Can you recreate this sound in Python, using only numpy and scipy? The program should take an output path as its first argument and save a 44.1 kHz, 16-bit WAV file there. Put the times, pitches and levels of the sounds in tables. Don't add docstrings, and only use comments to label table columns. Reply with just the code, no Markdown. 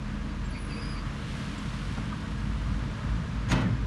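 import sys
import numpy as np
from scipy import signal
from scipy.fft import rfft, irfft, next_fast_len
from scipy.io import wavfile

SR = 44100
rng = np.random.default_rng(int(sys.argv[2]) if len(sys.argv) > 2 else 0)


def transcribe(signal):
    frames = np.atleast_2d(signal).T
    limited = np.clip(frames, -1, 1)
    pcm = np.round(limited * 32767).astype(np.int16)
    wavfile.write(sys.argv[1], SR, pcm)


N = 170226
T = np.arange(N) / SR


def from_db(db):
    return 10 ** (np.asarray(db) / 20)


def rms_one(x):
    return x / np.sqrt(np.mean(x ** 2) + 1e-20)


def in_time(rows):
    return np.interp(T, *np.transpose(rows))


def at_hz(rows, hz, column=1):
    rows = np.array(rows)
    return np.interp(np.log(hz), np.log(rows[:, 0]), rows[:, column])


def drift(rate_hz):
    pole = np.exp(-2 * np.pi * rate_hz * 40 / SR)
    white = rng.standard_normal(N // 40 + 2002)
    slow = signal.lfilter([1], [1, -2 * pole, pole * pole], white)[2000:]
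    return np.interp(np.arange(N) / 40, np.arange(len(slow)), rms_one(slow))


def colour(x, spectrum):
    size = next_fast_len(N + SR // 2)
    hz = np.maximum(np.arange(size // 2 + 1) * SR / size, 1)
    low_hz, high_hz = .8 * spectrum[0][0], 1.2 * spectrum[-1][0]
    skirts = 1 / np.sqrt((1 + (low_hz / hz) ** 8) * (1 + (hz / high_hz) ** 8))
    return rms_one(irfft(rfft(x, size) * from_db(at_hz(spectrum, hz)) * skirts, size)[:N])


def bandpass(x, edges_hz):
    return rms_one(signal.sosfilt(signal.butter(2, edges_hz, "band", fs=SR, output="sos"), x))


def tone(hz):
    return np.sqrt(2) * np.sin(2 * np.pi * (np.cumsum(hz) / SR + rng.random()))


def sine_from(start_s, hz):
    return np.sin(2 * np.pi * hz * (T - start_s))


def rasping(hz, depth, rate_hz):
    return rms_one(tone(hz) + depth * (drift(rate_hz) * tone(hz) + drift(rate_hz) * tone(hz)))


def dying(start_s, t60_s, hold_s=0):
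    return (T >= start_s) * from_db(-60 * np.clip((T - start_s - hold_s) / t60_s, 0, 3))


def arch(start_s, length_s):
    return np.sin(np.pi * np.clip((T - start_s) / length_s, 0, 1))


def puffs(clicks, decay_s):
    return rms_one(signal.lfilter([1], [1, -np.exp(-1 / (decay_s * SR))], clicks + 1e-18))


def firings(firing_hz, uneven_db, jitter_periods):
    cylinder_db = [3, -1.5, 3, 4.5, 4, 4.5]
    count = np.floor(np.cumsum(firing_hz) / SR + jitter_periods * drift(20))
    at = np.flatnonzero(np.diff(count) > 0)
    scatter_db = uneven_db * rng.standard_normal(N)[:len(at)]
    clicks = np.zeros(N)
    clicks[at] = from_db(np.resize(cylinder_db, len(at)) + scatter_db)
    return clicks


def exhaust(clicks, firing_hz):
    # freq_hz, gain_db
    pipe = [(70, 1.5), (85, 4.5), (110, 5.5), (135, -1), (170, 3), (195, -7.5), (260, -6.5), (310, -14.5),
            (390, -31), (700, -36)]
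    # time_s, gain_db
    rumble_db = [(0, -40.5), (1.85, -38), (2.03, -32), (2.2, -36.5), (2.8, -34), (3.45, -34), (3.86, -34.5)]
    # time_s, level_db
    boom_db = [(0, -37), (.36, -35.5), (.7, -39.5), (.98, -33), (1.13, -43), (1.87, -40), (2.06, -35),
               (2.22, -44), (2.3, -35), (2.75, -30.5), (2.89, -33.5), (2.95, -48), (3.11, -26.5),
               (3.28, -40), (3.39, -27), (3.46, -43), (3.52, -23.5), (3.6, -41), (3.86, -25.5)]
    gas = rms_one(clicks) + puffs(clicks, decay_s=.013) * rng.standard_normal(N)
    rumble = from_db(in_time(rumble_db) - 1.5) * colour(gas, pipe)
    boom = from_db(in_time(boom_db)) * rasping(firing_hz, depth=.13, rate_hz=15)
    return rumble + boom


def hum(firing_hz):
    # multiple, level_db
    orders = [(1, -44), (2, -48), (3, -44)]
    return sum(from_db(db + 2.2 * drift(2.7)) * tone(k * firing_hz) for k, db in orders)


def whine():
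    # pitch_hz, level_db
    whines = [(468.5, -62.5), (1642, -63)]
    return sum(from_db(db + 4.7 * drift(7.5)) * tone(hz * (1 + .00392 * drift(11.3)))
               for hz, db in whines)


def clatter(engine_clicks):
    # freq_hz, gain_db
    spectrum = [(350, 2), (520, 2), (650, 3.5), (770, -3.5), (950, 4.5), (1220, 4.5), (1400, 3), (1600, 2),
                (2100, -3.5), (3000, -8.5), (4500, -13.5), (7000, -20), (10000, -44), (12000, -37.5)]
    pulsing = 1 + .17 * sum(puffs(clicks, decay_s=.012) for clicks in engine_clicks)
    return from_db(-45 + .5 * drift(1.2)) * colour(pulsing * rng.standard_normal(N), spectrum)


def drone():
    # freq_hz, gain_db
    spectrum = [(20, -28), (32, -8), (45, 2.5), (66, -1.5), (85, -16.5), (125, 2.5), (200, -6.5),
                (290, -6.5), (400, -25.5)]
    return from_db(-37.5) * colour(rng.standard_normal(N), spectrum)


def engines():
    # time_s, firing_hz
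    speed = [(0, 41.5), (.4, 45), (1.05, 43.7), (1.6, 44.8), (1.85, 48), (2.4, 51.3), (2.9, 52.3),
             (3.4, 54), (3.65, 52.4), (3.86, 55)]
    moving_hz = in_time(speed) * (1 + .006 * drift(4))
    standing_hz = 69.6 * (1 + .0053 * drift(6.5))
    moving = firings(moving_hz, uneven_db=1.5, jitter_periods=.09)
    standing = firings(standing_hz, uneven_db=3, jitter_periods=.28)
    return exhaust(moving, moving_hz) + hum(standing_hz) + whine() + clatter([moving, standing]) + drone()


def soil(grains_per_s=6000, size_db=2.5, hiss=.6):
    # time_s, level_db
    slide_db = [(0, -54.5), (.42, -54), (.56, -54), (1.1, -51), (1.35, -46), (1.6, -47), (1.92, -47.5),
                (2.15, -51), (2.5, -51), (3, -52), (3.86, -55)]
    # freq_hz, gain_db
    spectrum = [(400, -43), (1000, -4), (1800, -0.5), (3000, -0.5), (5000, -8.5), (7500, -15), (10000, -17),
                (12000, -28.5)]
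    hits = rng.random(N) < grains_per_s / SR
    sizes = from_db(size_db * np.minimum(rng.exponential(1, N), 4))
    grains = rms_one(hits * sizes * rng.choice([-1, 1], N))
    return from_db(in_time(slide_db)) * colour(grains + hiss * rng.standard_normal(N), spectrum)


def hinge_squeal(rasp=.45, rasp_hz=140, edge_s=.008):
    # start_s, length_s, pitch_hz, level_db
    squeals = [(.29, .04, 4600, -60), (.52, .07, 4610, -55.5), (.697, .028, 4870, -53),
               (.716, .034, 4680, -48), (.736, .06, 4740, -53.5), (.785, .13, 4960, -51.5),
               (.812, .052, 4790, -49.5), (.898, .055, 4890, -51.5), (.938, .075, 4590, -52),
               (.945, .09, 4880, -58)]
    # time_s, level_db
    whistle_db = [(.485, -72), (.515, -56), (.545, -74), (.58, -59), (.64, -56), (.73, -62), (.94, -62),
                  (1, -77)]
    whistle = rasping(9910 * (1 + .004 * drift(55)), rasp, rasp_hz)
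    sounding = (T > whistle_db[0][0]) * (T < whistle_db[-1][0])
    out = from_db(in_time(whistle_db)) * sounding * whistle
    for start_s, length_s, hz, db in squeals:
        gate = np.clip(np.minimum(T - start_s, start_s + length_s - T) / edge_s, 0, 1)
        out += from_db(db) * gate * rasping(hz * (1 + .005 * drift(137)), rasp, rasp_hz)
    return out


def squeaks(wobble=.0417, slip_hz=350):
    # start_s, length_s, pitch_hz, level_db, roughness
    slips = [(.44, .045, 7520, -58, .1), (.7, .032, 2630, -47.5, .35), (.75, .065, 2570, -49.5, .4),
             (.89, .07, 10150, -62, .4), (.94, .07, 2290, -51, .9), (3.488, .042, 6650, -43.5, .06),
             (3.652, .03, 1790, -43, .9)]
    return sum(from_db(db) * arch(start_s, length_s) * tone(hz * (1 + rough * wobble * drift(slip_hz)))
               for start_s, length_s, hz, db, rough in slips)


def scrapes(relative_width=.14):
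    # start_s, length_s, centre_hz, level_db
    rubs = [(0.535, 0.06, 2290, -47), (0.5, 0.11, 4570, -58), (0.54, 0.48, 2280, -54.5),
            (.8, .3, 1190, -50), (1.578, 0.016, 7500, -52)]
    edge_ratio = 1 + relative_width / 2
    out = np.zeros(N)
    for start_s, length_s, hz, db in rubs:
        friction = bandpass(rng.standard_normal(N), [hz / edge_ratio, hz * edge_ratio])
        out += from_db(db) * arch(start_s, length_s) * friction
    return out


def knocks(pitch_spread=.113):
    # start_s, gain_db, centre_hz
    clods = [(1.022, -41, 1140), (1.066, -43, 3100), (1.736, -42, 1100), (1.979, -36.5, 930),
             (1.985, -37, 520)]
    out = np.zeros(N)
    for start_s, db, hz in clods:
        modes_hz = hz * (1 + pitch_spread * rng.standard_normal(3))
        ring = sum(sine_from(start_s, mode_hz) for mode_hz in modes_hz)
        out += from_db(db) / 2 * dying(start_s, t60_s=.04) * ring
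    return out


def clinks():
    # start_s, level_db, pitch_hz
    parts = [(1.978, -39, 1350), (2.038, -41, 1600), (2.1265, -32.5, 1210), (2.133, -41, 1570)]
    return sum(from_db(db) * dying(start_s, t60_s=.015, hold_s=.006) * sine_from(start_s, hz)
               for start_s, db, hz in parts)


def plate_crash(blows, rebound_cut_hz=4300):
    # freq_hz, density_db, t60_s
    plates = [(150, 9, 0.3), (397, -4.5, 0.95), (749.7, -4.5, 0.35), (950, -1.5, 0.33), (1900, -6, 0.46),
              (3000, -10, 0.37), (4502, -10.5, 0.25), (8500, -20.5, 0.093), (12000, -31, .07)]
    edges_hz = np.geomspace(110, 12500, 15)
    centres_hz = np.sqrt(edges_hz[1:] * edges_hz[:-1])
    gains = from_db(at_hz(plates, centres_hz)) * np.sqrt(np.diff(edges_hz))
    gains *= from_db(-25) / np.linalg.norm(gains)
    slam_s = max(blows, key=lambda row: row[1])[0]
    white = rng.standard_normal((2, N))
    out = np.zeros(N)
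    for k, hz in enumerate(centres_hz):
        t60_s = at_hz(plates, hz, column=2)
        dulling = (hz / rebound_cut_hz) ** 2
        power = sum((from_db(db) * dying(start_s, t60_s) / (1 + (start_s > slam_s) * dulling)) ** 2
                    for start_s, db in blows)
        out += gains[k] * bandpass(white[k % 2], edges_hz[k:k + 2]) * np.sqrt(power)
    return out


def bed_ring(blows, build_s=.012, flutter_hz=7.05):
    # pitch_hz, gain_db, t60_s
    modes = [(67.1, -28, 0.13), (116, -30.5, 2.7), (134.2, -27, .6), (175.1, -24, 0.34), (259, -27.5, 0.63),
             (331, -30.5, 0.25), (522.4, -36, 0.25), (614, -36, 0.42), (887, -36, 0.33), (980, -31, 0.13),
             (1190, -40.5, 0.26), (1488, -38.5, 0.41), (1950, -35.5, 0.19), (2595, -37.5, 0.16),
             (3040, -36.5, .15)]
    pole = np.exp(-1 / (build_s * SR))
    out = np.zeros(N)
    for hz, gain_db, t60_s in modes:
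        power = sum((from_db(db) * dying(start_s, t60_s)) ** 2 for start_s, db in blows)
        swell = signal.lfilter([1 - pole], [1, -pole], np.sqrt(power) + 1e-18)
        out += from_db(gain_db - 3 + 2 * drift(12.5)) * swell * tone(hz + flutter_hz * drift(32.7))
    return out


def tailgate():
    # start_s, gain_db
    blows = [(3.487, -13), (3.5, -10), (3.513, -5), (3.517, -5), (3.528, -10.5), (3.556, -6.5),
             (3.577, -9.5), (3.604, -10.5), (3.657, -24)]
    return plate_crash(blows) + bed_ring(blows)


def cracks():
    # start_s, level_db
    strikes = [(3.511, -33), (3.518, -26), (3.5275, -28), (3.615, -39)]
    # freq_hz, gain_db
    spectrum = [(1000, 3.5), (1900, 8.5), (3300, 4), (5000, -6.5), (8500, -10.5), (11500, -19)]
    power = sum((from_db(db) * dying(start_s, t60_s=.04)) ** 2 for start_s, db in strikes)
    return np.sqrt(power) * colour(rng.standard_normal(N), spectrum)


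def thumps(rise_s=.0081):
    # start_s, level_db, pitch_hz
    blows = [(3.575, -28, 136), (3.66, -20.5, 169.5)]
    out = np.zeros(N)
    for start_s, db, hz in blows:
        age = np.maximum(T - start_s, 0) / rise_s
        out += from_db(db) * age * np.exp(1 - age) * sine_from(start_s, hz)
    return out


def scene():
    tipping = soil() + hinge_squeal() + squeaks() + scrapes() + knocks() + clinks()
    return (engines() + tipping + tailgate() + cracks() + thumps())[None]


def record(dry, low_cut_hz=36, high_cut_hz=11900):
    thinned = signal.sosfilt(signal.butter(6, low_cut_hz, "high", fs=SR, output="sos"), dry)
    return signal.sosfilt(signal.ellip(10, .2, 80, high_cut_hz, fs=SR, output="sos"), thinned)


dry = scene()
out = record(dry)
transcribe(out)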